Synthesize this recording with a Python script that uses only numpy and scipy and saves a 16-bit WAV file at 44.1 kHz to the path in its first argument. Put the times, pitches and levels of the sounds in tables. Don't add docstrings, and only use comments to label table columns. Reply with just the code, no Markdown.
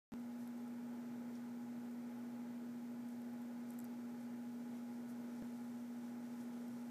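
import sys
import numpy as np
from scipy import signal
from scipy.fft import rfft, irfft
from scipy.io import wavfile

SR = 44100
rng = np.random.default_rng(int(sys.argv[2]) if len(sys.argv) > 2 else 0)


def wav_out(sig):
    wavfile.write(sys.argv[1], SR, np.round(np.clip(np.atleast_2d(sig).T, -1, 1) * 32767).astype(np.int16))


N = 304290
TIME_S, BINS_HZ = np.arange(N) / SR, np.fft.rfftfreq(N, 1 / SR)


def amp(db):
    return 10 ** (np.asarray(db) / 20)


def unit_rms(x):
    return x / np.sqrt(np.mean(x ** 2) + 1e-20)


def curve_db(points):
    hz, db = np.transpose(points)
    return np.interp(np.log(BINS_HZ + 1), np.log(hz + 1), db)


def modes_db(modes, hz):
    return sum(db * np.exp(-2 * ((hz - centre_hz) / width_hz) ** 2) for centre_hz, width_hz, db in modes)


def noise(shape_db):
    return unit_rms(irfft(rfft(rng.standard_normal(N)) * amp(shape_db), N))


def drift(rate_hz):
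    lowpass = np.exp(-(BINS_HZ / rate_hz) ** 2) * (BINS_HZ > 0)
    return unit_rms(irfft(rfft(rng.standard_normal(N)) * lowpass, N))


def tone(turns, rms_db):
    return np.sqrt(2) * amp(rms_db) * np.sin(2 * np.pi * (turns + rng.random()))


def shaft_tones(orders, shaft_hz, wander):
    turns = np.cumsum(shaft_hz * (1 + wander * drift(1.85))) / SR
    return sum(tone(order * turns, db) for order, db in orders)


# f/Hz, relative density/dB
HISS_SPECTRUM = [(500, -5), (3000, 1.5), (4200, 0.5), (6000, 1), (8000, -0.5), (10000, -5), (12000, -2.5),
                 (14500, -1), (16000, -3)]
def hiss(rms_db):
    return amp(rms_db) * noise(curve_db(HISS_SPECTRUM))


def faint_tick_rows(rate_per_s=1.4, level_db=-65, spread_db=1.2):
    t60_s, centre_hz, spread_oct, ring = .012, 10000, .9, .6
    gap_draws, level_draws = rng.random((40, 2)).T
    times_s = np.cumsum(-np.log(1 - gap_draws)) / rate_per_s
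    levels_db = level_db + spread_db * (2 * level_draws - 1)
    return [(start_s, db, t60_s, centre_hz, spread_oct, ring)
            for start_s, db in zip(times_s, levels_db) if start_s < TIME_S[-1]]


# f/Hz, width/Hz, gain at full ring/dB
CONTACT_MODES = [(5000, 3000, -4), (6700, 700, -4), (7950, 1200, 10), (11850, 1100, 9), (13450, 600, 5)]
# t/s, starting level/dB, t60/s, centre f/Hz, spread/oct, ring/0-1
TICK_EVENTS = [(.4759, -53, .007, 10000, 2.5, .1), (1.3535, -63, .028, 5150, .25, .1),
               (3.0877, -60, .0093, 7000, .7, .6), (3.218, -63, .017, 13000, .7, 1),
               (3.4168, -65, .025, 13000, .7, 1), (3.7049, -53, .012, 10500, .8, .9),
               (3.736, -65, .04, 13500, .7, 1), (3.7863, -57, 0.011, 10000, .7, 1),
               (3.79, -47, 0.0073, 10500, 1.2, .7), (3.802, -49.5, 0.0064, 8500, .7, 1),
               (3.8131, -62, .01, 8000, .7, 1), (3.843, -55.5, .025, 12500, .5, .6),
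               (3.8503, -62, 0.023, 5900, .3, .1), (6.6795, -63, .014, 13500, .7, 1)]
def ticks(tail_db, tail_t60_s):
    out, t = np.zeros(N), TIME_S[:SR // 10]
    hz = abs(np.fft.fftfreq(len(t), 1 / SR))
    for start_s, db, t60_s, centre_hz, spread_oct, ring in TICK_EVENTS + faint_tick_rows():
        decay = amp(-60 * t / t60_s) + amp(tail_db - 60 * t / tail_t60_s)
        burst = decay * rng.standard_normal(len(t))
        band = 1 / (1 + (np.log2((hz + 1) / centre_hz) / spread_oct) ** 2)
        colour = band * amp(ring * modes_db(CONTACT_MODES, hz))
        response = np.exp(signal.hilbert(np.log(colour)).conj())
        tick = np.fft.ifft(np.fft.fft(burst) * response).real
        tick_rms = amp(db) * np.sqrt(np.mean(decay ** 2))
        slot = out[round(start_s * SR):][:len(t)]
        slot += tick_rms * unit_rms(tick)[:len(slot)]
    return out


# f/Hz, relative density/dB
RUB_SPECTRUM = [(1500, -10), (3500, 0.5), (5000, -0.5), (5750, 4), (6500, 1.5), (7500, -.5), (10000, -1.5),
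                (11800, -3), (15000, -13)]
# mid t/s, crest level/dB rms, length/s, tilt/(dB/oct)
RUB_STROKES = [(.425, -73.5, .09, 7), (1.362, -74, 0.054, -3), (3.12, -75, .08, 6), (3.71, -74.5, 0.082, 2),
               (4.23, -76, .08, 2), (4.772, -73, .07, -1), (5.102, -70, .055, 7), (6.05, -77, .08, -2),
               (6.412, -73, .08, 4)]
def rubbing(contact_db, onset_s, rise_s, uneven_db, grain_db, ring):
    colour_db = curve_db(RUB_SPECTRUM) + ring * modes_db(CONTACT_MODES, BINS_HZ)
    floor_hz, pivot_hz = RUB_SPECTRUM[0][0], 8000
    octaves = np.log2(np.maximum(BINS_HZ, floor_hz) / pivot_hz)
    pressure = np.clip((TIME_S - onset_s) / rise_s, 0, 1)
    friction = pressure * amp(contact_db + uneven_db * drift(5.5)) * noise(colour_db)
    for mid_s, db, length_s, tilt_db_per_oct in RUB_STROKES:
        swell = np.exp(-(2 * (TIME_S - mid_s) / length_s) ** 2)
        friction += amp(db) * swell * noise(colour_db + tilt_db_per_oct * octaves)
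    grain = unit_rms(amp(grain_db * drift(250)))
    return friction * grain


# f/Hz, relative density/dB
AIR_SPECTRUM = [(25, -42), (55, -25), (95, -14.5), (125, -4), (250, 1.5), (450, -4), (650, -6), (930, -10),
                (1150, -16.5), (1300, -12), (1800, -16), (2350, -20), (2700, -27), (5000, -36.5)]
# f/Hz, width/Hz, gain/dB
AIR_RESONANCES = [(129, 21, 0.5), (148, 11, 3), (155.6, 10, -5), (319.5, 16, -3), (335, 22, 1),
                  (398.4, 18, -6.5), (431, 40, 5), (492, 20, -2), (572, 66, 1.5), (696, 20, -6),
                  (813, 14, -0.5), (835, 25, 3)]
def air_rush(rms_db, swell_db):
    colour_db = curve_db(AIR_SPECTRUM) + modes_db(AIR_RESONANCES, BINS_HZ)
    return amp(rms_db + swell_db * drift(2.9)) * noise(colour_db)


# f/Hz, level/dB rms
WHINE_TONES = [(225.9, -76), (254.0, -71), (828.2, -80), (832.2, -76), (845.7, -73.5), (1001.1, -87)]
def whines(wander):
    return sum(tone(np.cumsum(hz * (1 + wander * drift(2.3))) / SR, db) for hz, db in WHINE_TONES)


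# shaft multiple, level before gain/dB rms
FAN_ORDERS = [(3, -74.5), (4, -83.5), (5, -76), (6, -75), (7, -77.5), (8, -77.5), (14, -82.5), (15, -86.5)]
def fan(shaft_hz, gain_db):
    return amp(gain_db) * shaft_tones(FAN_ORDERS, shaft_hz, wander=.00179)


# shaft multiple, level before gain/dB rms
COMPRESSOR_ORDERS = [(1, -100), (6, -78), (7, -75), (9, -81.5), (10, -83.5), (11, -83.5), (13, -88),
                     (14, -85.5), (16, -83.5), (17, -88.5), (18, -91), (19, -99.5), (21, -85), (22, -90),
                     (23, -85.5), (24, -87.5), (25, -80.5), (26, -93), (27, -99.5), (29, -90), (33, -93),
                     (34, -92.5), (35, -97), (36, -90.5), (39, -90.5), (40, -90.5), (44, -101.2)]
def compressor(shaft_hz, gain_db):
    return amp(gain_db) * shaft_tones(COMPRESSOR_ORDERS, shaft_hz, wander=.0001)


# mains multiple, level/dB rms
HUM_HARMONICS = [(2, -84), (4, -48), (6, -82)]
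def mains_hum(mains_hz):
    phase_rad = 2 * np.pi * mains_hz * TIME_S
    return np.sqrt(2) * sum(amp(db) * np.sin(multiple * phase_rad) for multiple, db in HUM_HARMONICS)


def scene():
    machines = compressor(shaft_hz=59.06, gain_db=-.5) + fan(shaft_hz=41.94, gain_db=.5)
    background = whines(wander=.0004) + air_rush(rms_db=-60.5, swell_db=.56) + hiss(rms_db=-72)
    close = rubbing(contact_db=-76, onset_s=2.95, rise_s=3.05, uneven_db=1.5, grain_db=2, ring=.12)
    close += ticks(tail_db=-29, tail_t60_s=.068)
    return (background + close + machines + mains_hum(mains_hz=59.985))[None]


def record(dry):
    start_s, stutters_s, repeat_s, cutoff_hz = .1202, (.1382, 5.42375), .0018, 15330
    lag_samples = sum(TIME_S >= at_s for at_s in stutters_s) * round(repeat_s * SR)
    lag_samples -= lag_samples[N // 2]
    stuttered = dry[:, np.arange(N) - lag_samples] * (TIME_S >= start_s)
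    lowpass = signal.firwin(1023, cutoff_hz, window=("kaiser", 9), fs=SR)
    return signal.oaconvolve(stuttered, lowpass[None], "same")


dry = scene()
out = record(dry)
wav_out(out)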